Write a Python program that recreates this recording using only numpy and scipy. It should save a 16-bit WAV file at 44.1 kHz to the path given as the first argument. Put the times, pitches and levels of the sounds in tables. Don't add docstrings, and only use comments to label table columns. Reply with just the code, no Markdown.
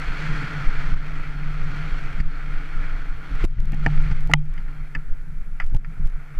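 import sys
import numpy as np
from scipy import signal
from scipy.io import wavfile
from scipy.ndimage import uniform_filter1d

SR = 44100
rng = np.random.default_rng(int(sys.argv[2]) if len(sys.argv) > 2 else 0)


def materialize(psi):
    bounded = np.clip(np.atleast_2d(psi).T, -1, 1)
    quanta = np.round(bounded * 32767).astype(np.int16)
    wavfile.write(sys.argv[1], SR, quanta)


def invert_db(level):
    return 10 ** (np.asarray(level, dtype=float) / 20)


N = 281799

# (time [s], level [dB])
SHAKE = [
    (0.0, 0.5),
    (0.9, -6.5),
    (2.0, -1),
    (2.7, -8.5),
    (3.3, -0.5),
    (3.6, 8),
    (4.3, 1.5),
    (4.5, -5),
    (5.5, -12),
    (6.39, -14.5),
]
FULL_SWING = [0, .937, 2.21, 3.354, 3.454, 3.603, 3.746, 3.80, 3.935, 4.13, 4.258, 4.318, 4.41, 4.972, 5.52,
              5.64, 5.715, 5.765, 6.012, 6.056, 6.39]
# (time [s], level [dB], dying time [s])
GUSTS = [(0.09, -12, 0.034), (0.311, -14, 0.061), (.66, -16.5, 0.12), (.84, -16, 0.29), (1.2, -24, 0.07),
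         (1.503, -18.5, 0.77), (1.93, -12.5, 0.025), (2.26, -14.5, 0.14), (2.519, -16, 0.14),
         (2.8, -17, 0.27), (3.1, -26, 0.36), (3.349, -14.5, 0.031), (3.463, 0.5, 0.083), (3.62, -3, 0.17),
         (3.77, -12, 0.032), (3.97, -10.5, 0.15), (4.2, -9.5, 0.21), (4.399, -8, 0.14), (4.57, -37, 0.051),
         (4.808, -22.5, 0.14), (4.977, -15.5, 0.015), (5.101, -18, 0.14), (5.354, -21, 0.21),
         (5.525, -16, 0.039), (5.683, -10.5, 0.12), (5.77, -28, 0.15), (6.049, -15.5, 0.12),
         (6.38, -16, 0.026)]
# (time [s], level [dB], dying time [s])
EDDIES = [(.0, -29.5, 0.031), (0.111, -19.5, 0.013), (.3, -25.5, 0.11), (.44, -30, 0.025), (.56, -29, 0.25),
          (.9, -33, 0.35), (1.29, -36.5, 0.083), (1.49, -38, 0.33), (1.74, -28.5, 0.22), (2.06, -36, 0.031),
          (2.21, -25, 0.053), (2.49, -31.5, 0.093), (2.78, -37.5, 0.083), (3.45, -25, 0.026),
          (3.53, -20.5, 0.1), (3.6, -19.5, 0.13), (3.73, -23.5, 0.023), (3.88, -37, 0.072),
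          (4.112, -24, 0.034), (4.34, -16, 0.034), (5.299, -39, 0.088), (5.48, -40.5, 0.029),
          (5.77, -29, 0.085), (5.93, -42, 0.087), (6.18, -39, 0.031), (6.32, -36, 0.049)]
# (frequency [Hz], density [dB per Hz])
BUFFET = [(7, -19), (12, -7), (30, -37.5), (40, -6.5), (50, -12.5), (75, -19), (110, -20.5), (190, -51)]
# (time [s], hiss level [dB])
GLIDE = [(0.0, -36.5), (0.3, -34), (0.9, -37.5), (1.02, -40.5), (1.3, -43), (1.89, -38.5), (2.19, -42.5),
         (2.45, -43.5), (2.87, -41), (3.2, -45.5), (3.42, -39.5), (3.83, -42.5), (4.18, -42), (4.32, -53.5),
         (4.73, -50.5), (5.36, -58), (5.7, -55.5), (6.39, -51)]
# (frequency [Hz], density [dB per Hz])
HISS = [(190, -26), (240, -45), (360, -5), (620, 9.5), (870, -15), (1130, 9), (1450, 9), (2200, 12.5),
        (2750, 0.5), (3600, -5), (5000, -9), (7500, -19.5), (11000, -29.5), (15600, -83)]
# (frequency [Hz], width [Hz], level re hiss [dB])
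CASE_PEAKS = [(282, 30, -4), (446, 24, -11), (691, 26, -15), (830, 150, -10), (1390, 170, -1),
              (3250, 120, -18), (4320, 90, -20)]
# (time [s], level [dB], length [ms], direction [sign])
SLAPS = [(2.2, -33, 4.9, -1), (3.4, -13, 37, -1), (3.4393, -10, 3.2, 1), (3.447, 8, 23, 1),
         (3.583, -25, 7.3, -1), (3.7291, -11, 4.7, 1), (3.744, -11, 5.1, 1), (4.109, -24, 4, -1),
         (5.724, -23, 4.8, 1), (5.747, -24, 5.6, -1), (5.995, -31, 6, -1)]
# (time [s], push [dB], rise [ms], hum kick [dB], buffeting [dB])
JOLTS = [(0.929, -10.5, 18, -51, -18), (2.202, -11, 3.4, -33.5, -41), (3.343, -15, 39, -30, -22),
         (3.4438, -8.5, 5.8, -37, -37), (3.588, -1, 11, -13, -5), (3.738, -18, 14, -54, -14.5),
         (3.786, -9, 33, -52, -51), (3.8677, -25, 2.7, -13.5, -21), (4.109, -39, 6.8, -25.5, -24),
         (4.3442, -7, 3, -9, -20), (4.954, -23.5, 14, -36.5, -50), (5.623, -10, 35, -54.5, -34),
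         (5.747, -15.5, 15, -19, -19.5), (5.997, -19, 6.6, -26.5, -43), (6.042, -8.5, 22, -41, -22)]
# (time [s], peak [dB], rattle [ms], contact sharpness [Hz], body [dB per octave down])
KNOCKS = [(2.201, -26, 6.9, 4200, -8), (3.440, -30, 3.4, 2550, 14), (3.584, -27, 6.6, 1970, 0),
          (3.731, -24.5, 6.2, 1810, 5), (3.8625, -5, 3.7, 2860, 8.5), (4.113, -31, 4.5, 3000, 6.5),
          (4.296, -32.5, 7.8, 1430, 9), (4.313, -19.5, 5.4, 2450, -22), (4.3359, 9, 0.77, 8060, -7),
          (4.578, -30, 4.9, 3040, -7), (4.682, -37.5, 2, 2500, -4), (4.9493, -17.5, 6.3, 4300, 1),
          (5.6, -16, 16, 3200, -45), (5.746, -42.5, 2.3, 3100, 10), (5.847, -24.5, 4.1, 2890, -8),
          (6.386, -51, 3.7, 8900, 1)]
# (near 0.8 kHz [dB], 1.3 kHz [dB], 1.8 and 2.3 kHz [dB],
# near 3 kHz [dB], above 4 kHz [dB])
SPOTS = [(-2, -10, -14, -1, 5), (7, .1, 7, 7, 6), (-1, 3, 5, .1, .1), (1, -2, 3, 3, -2),
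         (9.5, -4, 16.5, 5, 9.5), (-3, -5, -4, 4, 16), (6.5, 1, -1, -12, -5.5), (-4.5, 17.5, 2, -7, 6.5),
         (-2.5, 10.5, -22.5, 4.5, -11.5), (-3, -5, -12, -2, 3), (-8, 3, 10, -11, 6), (-13, 1, 5, -8, -1.5),
         (0, 18.5, 7.5, -18, 3), (14, 10, 2, 12, 3), (-8, 16, 2, -13, 1), (-2, .1, .1, -1, -2)]
# (first contact time [s], delay [ms], level re first contact [dB])
BOUNCES = [(3.8627, .55, 5), (3.8627, 2.2, -4), (3.8627, 5.5, -9), (4.3358, .5, 7), (4.3358, 1.52, 3),
           (4.9495, 1.6, 7), (4.9495, 2.7, 4), (4.9495, 3.9, 6), (4.9495, 5, 4), (4.9495, 7.2, 3),
           (4.9495, 8.4, 3), (4.9495, 10.7, 1), (4.9495, 12.4, 2), (4.9495, 17.5, -4), (5.6, .5, 2),
           (5.6, 1.5, 1), (5.6, 2.5, 3), (5.6, 3.5, 2), (5.6, 5.3, -3), (5.6, 8.2, -1), (5.6, 11.5, -6),
           (5.6, 21.5, -9), (5.6, 29, -10)]
# (frequency [Hz], level [dB], t60 [s])
SHELL = [(287.5, -11, 0.077), (462, -14.5, 0.06), (716, -16.5, 0.059), (810, -12, 0.078), (875, -3, 0.042),
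         (1376, -8, 0.022), (1793, 1, 0.012), (1997, 10, 0.0089), (2950, 4.5, 0.0061),
         (3200, -29.5, 0.0067), (4700, -3, 0.0083), (5900, -12, 0.0067), (6980, -13.5, 0.0069),
         (2270, -16.5, 0.039), (2470, -8.5, 0.0088)]
# (frequency [Hz], level [dB], t60 [s])
LATCH = [
    (2420, -32, .17),
    (3200, -47, 0.16),
    (3730, -56, 0.16),
    (1244, -5, 0.016),
]
# (frequency [Hz], width [Hz])
DEAD_SPOTS = [(1050, 240), (3900, 800)]
# (from [Hz], to [Hz])
OPPOSED_HZ = (2600, 4000)
# (time [s], depth [dB])
DUCKS = [(.940, 7), (2.210, 8.5), (3.358, 3), (3.446, 22), (3.605, 12), (3.748, 7), (3.866, 4),
         (4.128, 7.5), (4.3145, 4), (4.337, 12), (5.640, 6), (5.764, 8), (6.055, 5)]
# (from [s], to [s])
BUSY = [
    (.92, 1.04),
    (2.2, 2.36),
    (3.35, 4.62),
    (5.635, 5.85),
    (6.03, 6.17),
]
# (time [s], peak [dB])
TICKS = [(3.3536, -37.5), (3.434, -46), (3.4437, -31), (3.4495, -42), (3.508, -48), (3.6037, -36),
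         (3.6562, -42), (3.7217, -36), (3.7457, -37), (3.7978, -45), (3.8444, -45), (4.0258, -38),
         (4.2078, -40), (4.2553, -45), (4.2743, -37.5), (4.3165, -34), (4.3, -44), (4.308, -45),
         (4.353, -51.5), (4.365, -54), (4.396, -50), (4.4408, -55), (4.456, -48), (4.54, -43), (5.657, -47),
         (5.665, -41), (5.699, -48), (5.7489, -37.5), (6.074, -40), (6.0804, -65), (6.1, -48)]

MOUNT_HZ = 19
HUM_HZ, HUM_WIDTH_HZ = 148.5, 6


def rms_one(x):
    return x / np.sqrt(np.mean(x ** 2) + 1e-20)


def in_time(rows):
    s, *columns = np.transpose(rows)
    return [np.interp(np.arange(N) / SR, s, c) for c in columns]


def drift(rate):
    r = np.exp(-80 * np.pi * rate / SR)
    slow = signal.lfilter([1], [1, -2 * r, r * r], rng.standard_normal(N // 40 + 2002))[2000:]
    return np.interp(np.arange(N) / 40, np.arange(len(slow)), rms_one(slow))


def low_pass(x, hz):
    return signal.sosfilt(signal.butter(4, hz, fs=SR, output="sos"), x)


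def evened(x, hz):
    envelope = np.sqrt(uniform_filter1d(x ** 2, int(2 * SR / hz)))
    return rms_one(x / (.2 + envelope))


def ring(clicks, hz, t60):
    r, w = invert_db(-60 / (t60 * SR)), 2 * np.pi * hz / SR
    return signal.lfilter([0, np.sin(w)], [1, -2 * r * np.cos(w), r * r], clicks + 1e-18)


def resonant_noise(hz, width_hz):
    r, w = np.exp(-np.pi * width_hz / SR), 2 * np.pi * hz / SR
    noise = signal.lfilter([1, 0, -1], [1, -2 * r * np.cos(w), r * r], rng.standard_normal(N + SR))
    return rms_one(noise[SR:])


def bands(spectrum, flicker_db, rate):
    hz, level_db = np.transpose(spectrum)
    edges = np.geomspace(hz[0], hz[-1], int(3 * np.log2(hz[-1] / hz[0])) + 1)
    white, together = rng.standard_normal((2, N)), drift(rate)
    out = []
    for k, (low, high) in enumerate(zip(edges, edges[1:])):
        centre_db = np.interp(np.log(low * high) / 2, np.log(hz), level_db)
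        band_filter = signal.butter(2, [low, high], "band", fs=SR, output="sos")
        band = signal.sosfilt(band_filter, white[k % 2])
        flicker = flicker_db * (.7 * together + .7 * drift(rate))
        out.append(band * invert_db(centre_db + flicker))
    return np.sqrt(edges[1:] * edges[:-1]), np.array(out) / np.std(np.sum(out, axis=0))


def swells(between_db, rows, rise_share):
    s, level_db, fall_s = np.transpose(rows)[:, :, None]
    late = (np.arange(0, N + 64, 64) / SR - s) / np.maximum(fall_s, .005)
    shape = np.exp(np.where(late > 0, -late, late / rise_share))
    power = np.sum((invert_db(level_db) * shape) ** 2, axis=0)
    swell_power = np.interp(np.arange(N) / 64, np.arange(len(power)), power)
    return np.sqrt(invert_db(between_db) ** 2 + swell_power)


def rocking():
    t, peaks = np.arange(N) / SR, np.array(FULL_SWING)
    gaps = np.diff(peaks)
    cycles = np.cumsum(np.r_[0, np.maximum(np.round(gaps * MOUNT_HZ), 1)])
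    knots = np.sort(np.r_[peaks, (peaks[1:] + peaks[:-1]) / 2])
    free = np.interp(t, knots, np.r_[np.c_[0 * gaps, gaps].ravel(), 0])
    wander = 0.27 * drift(2.82) * np.minimum(free / 0.25, 1)
    return np.sqrt(2) * np.cos(2 * np.pi * (np.interp(t, peaks, cycles) + wander))


def wind():
    rock_db, buffet_db, hum_db = -24.5, -38.5, -37.5
    burst_rise_s, burst_fall_s = 0.032, 0.009
    shake_db, = in_time(SHAKE)
    bursts = [(s + 0.017, burst_db, burst_fall_s) for s, *_, burst_db in JOLTS]
    hz, gusts = bands(BUFFET, flicker_db=7.0, rate=9.9)

    slow = 0.72 * rocking() + invert_db(-3.5) * rms_one(gusts[hz < 35].sum(axis=0))
    fast = evened(rms_one(low_pass(gusts[hz > 35].sum(axis=0), 200)), 20)
    hum = evened(resonant_noise(HUM_HZ, HUM_WIDTH_HZ), HUM_HZ / 4)
    hum = low_pass(hum, 185) * invert_db(2.5 * drift(5))

    rock_gain = swells(rock_db + shake_db, GUSTS, rise_share=0.35)
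    hum_gain = swells(hum_db + shake_db, EDDIES, rise_share=0.49)
    buffet_gain = swells(buffet_db + shake_db + 2.0 * drift(13.0), bursts, burst_rise_s / burst_fall_s)
    return rock_gain * slow + hum_gain * hum + buffet_gain * fast


def skis():
    hz, noise = bands(HISS, flicker_db=1.1, rate=4.2)
    peaks = [invert_db(level_db) * resonant_noise(peak_hz, width) for peak_hz, width, level_db in CASE_PEAKS]
    dull = low_pass(noise[hz < 1100].sum(axis=0) + sum(peaks[:4]), 1300)
    middle = low_pass(noise[(hz > 1100) & (hz < 2700)].sum(axis=0) + peaks[4], 2550)
    bright = sum(low_pass(band, min(1.5 * f, 18000)) for f, band in zip(hz, noise) if f > 2700)
    bright = bright + low_pass(sum(peaks[5:]), 5500)
    crunch = invert_db(1.1 * drift(110))

    (hiss_db,), (shake_db,) = in_time(GLIDE), in_time(SHAKE)
    load_db = hiss_db + 43
    dull_db = -48.5 + 0.8 * load_db + 0.032 * shake_db
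    bright_db = -54.5 + 1.104 * load_db + 0.24 * shake_db
    parts = (hiss_db, middle), (dull_db, dull), (bright_db, bright)
    return crunch * sum(invert_db(db) * rms_one(part) for db, part in parts)


def slaps():
    out = np.zeros(N)
    for s, level_db, length_ms, direction in SLAPS:
        push = np.hanning(max(round(length_ms * SR / 1000), 20))
        i = round(s * SR)
        out[i:i + len(push)] += np.sign(direction) * invert_db(level_db) * push
    return out


def jolts():
    out, t = np.zeros(N), np.arange(SR // 2) / SR
    hum = np.sin(2 * np.pi * HUM_HZ * t) * np.exp(-t / 0.058)
    for s, push_db, rise_ms, kick_db, _ in JOLTS:
        rise = np.clip(rise_ms / 1000, .001, .03)
        back = np.maximum(t - rise, 0)
        outward = np.sin(np.pi / 2 * np.minimum(t / rise, 1)) ** 2
        swing = outward * np.cos(2 * np.pi * MOUNT_HZ * back) * np.exp(-back / .02)
        i = round(s * SR)
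        out[i:i + len(t)] += (invert_db(push_db) * swing + invert_db(kick_db) * hum)[:N - i]
    return out


def lump_contacts(s, rattle_ms, sharp_hz, length):
    crumbs_db, soft_after_ms, soft_hz = -7, 5, 1800
    fade = np.exp(-np.arange(length) / SR * 1000 / max(rattle_ms, .3))
    contacts = fade * rng.standard_normal(length) * (rng.random(length) < 3000 / SR)
    bounces = [(round(ms * SR / 1000), db) for first, ms, db in BOUNCES if abs(first - s) < .004]
    if bounces:
        contacts *= invert_db(crumbs_db)
    contacts[0] = -1
    soft = np.zeros(length)
    for late, bounce_db in bounces:
        target = soft if late > soft_after_ms * SR / 1000 else contacts
        target[late] = -invert_db(bounce_db)
    contacts += signal.lfilter(*signal.butter(2, soft_hz, fs=SR), soft)
    return signal.lfilter(*signal.butter(2, sharp_hz, fs=SR), contacts)


def knocks():
    body = np.array(SHELL + LATCH)
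    mode_hz, mode_db = body[:, 0], body[:, 1]
    out, length, low = np.zeros(N), SR // 5, mode_hz < 1100
    octaves_down = np.log2(1400 / mode_hz) * low
    latch = np.arange(len(body)) >= len(SHELL)
    panel = np.digitize(mode_hz, [600, 1100, 1500, 1850, 2100, 2500, 4000]) * ~latch
    opposed = (mode_hz > OPPOSED_HZ[0]) & (mode_hz < OPPOSED_HZ[1])
    for (s, peak_db, rattle_ms, sharp_hz, body_db), spot in zip(KNOCKS, SPOTS):
        base_db, low_db, side_db, upper_db, top_db = spot
        contacts = lump_contacts(s, rattle_ms, sharp_hz, length)
        spot_db = np.array([0, base_db, low_db, side_db, 0, side_db, upper_db, top_db])[panel]
        chance_db = rng.normal(0, 1.5, len(body))
        gains = invert_db(mode_db + chance_db + body_db * octaves_down + peak_db * latch + spot_db)
        gains[opposed] *= -1
        modes = np.array([g * ring(contacts, hz, t60) for (hz, _, t60), g in zip(body, gains)])
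        modes[~low] = signal.lfilter(*signal.butter(2, 1000, "high", fs=SR), modes[~low])
        for dead_hz, width_hz in DEAD_SPOTS:
            notch = signal.iirnotch(dead_hz, dead_hz / width_hz, fs=SR)
            modes[~latch] = signal.lfilter(*notch, modes[~latch])
        panel_peak = np.abs(modes[~low].sum(axis=0)).max()
        i = round(s * SR)
        out[i:i + length] += invert_db(peak_db) * modes.sum(axis=0)[:N - i] / panel_peak
    return out


def gain_control():
    attack_ms, release_db_per_s, step_db = 7, 55, .35
    updates_per_s, creep_updates_per_s = 4500, 700
    right_lead_ms, deep_mismatch_db, hunt_db = -.6, 1, .22
    t, gains = np.arange(N) / SR, []
    busy = sum((t > a) & (t < b) for a, b in BUSY)
    updates, shared = rng.random((2, N)), .3 * drift(7)
    for side in (0, 1):
        down_db = np.zeros(N)
        for s, drop_db in DUCKS:
            late = t - s + side * right_lead_ms / 1000
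            depth_db = drop_db + side * deep_mismatch_db * (drop_db / 19) ** 4
            attack = np.clip(late * 1000 / attack_ms, 0, 1)
            down_db = np.maximum(down_db, attack * (depth_db - release_db_per_s * late))
        rate = np.where(np.gradient(down_db) > 0, updates_per_s, creep_updates_per_s)
        down_db += busy * (shared + hunt_db * drift(25))
        held = np.maximum.accumulate(np.arange(N) * (updates[side] < rate / SR))
        gains.append(invert_db(-step_db * np.round(down_db[held] / step_db)))
    return uniform_filter1d(np.array(gains), size=2)


def ticks():
    tick_db, tick_hz = 9, 1470
    s, peak_db = np.transpose(TICKS)
    edges, left = np.zeros((2, N)), rng.choice([.4, 1.6], len(s))
    signs = rng.choice([-1, 1], len(s))
    edges[:, (s * SR).astype(int)] = invert_db(peak_db + tick_db) * signs * [left, 2 - left]
    return signal.lfilter([1], [1, -np.exp(-2 * np.pi * tick_hz / SR)], edges + 1e-18)


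def scene():
    return np.tile(wind() + skis() + slaps() + jolts() + knocks(), (2, 1))


def band_limit(x):
    return signal.sosfilt(signal.butter(12, 15800, fs=SR, output="sos"), x)


def record(dry):
    self_noise_db, preamp_db, converter_db = -69.5, -72, -79
    white = rng.standard_normal((3,) + dry.shape)
    capsule, preamp, converter = signal.lfilter([1], [1, -.3], white)
    hiss_band = signal.butter(1, [4000, 10500], "band", fs=SR)
    preamp, converter = signal.lfilter(*hiss_band, [preamp, converter])
    hiss = invert_db(self_noise_db) * (capsule[0] + invert_db(-13) * resonant_noise(11000, 900))
    hiss = hiss + invert_db(preamp_db) * preamp
    mix = .93 * np.tanh(1.07 * (dry + hiss) * gain_control() + ticks()) + invert_db(converter_db) * converter
    mix = signal.sosfilt(signal.cheby2(10, 40, 15800, fs=SR, output="sos"), mix)
    return band_limit(mix)


dry = scene()
out = record(dry)
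materialize(out)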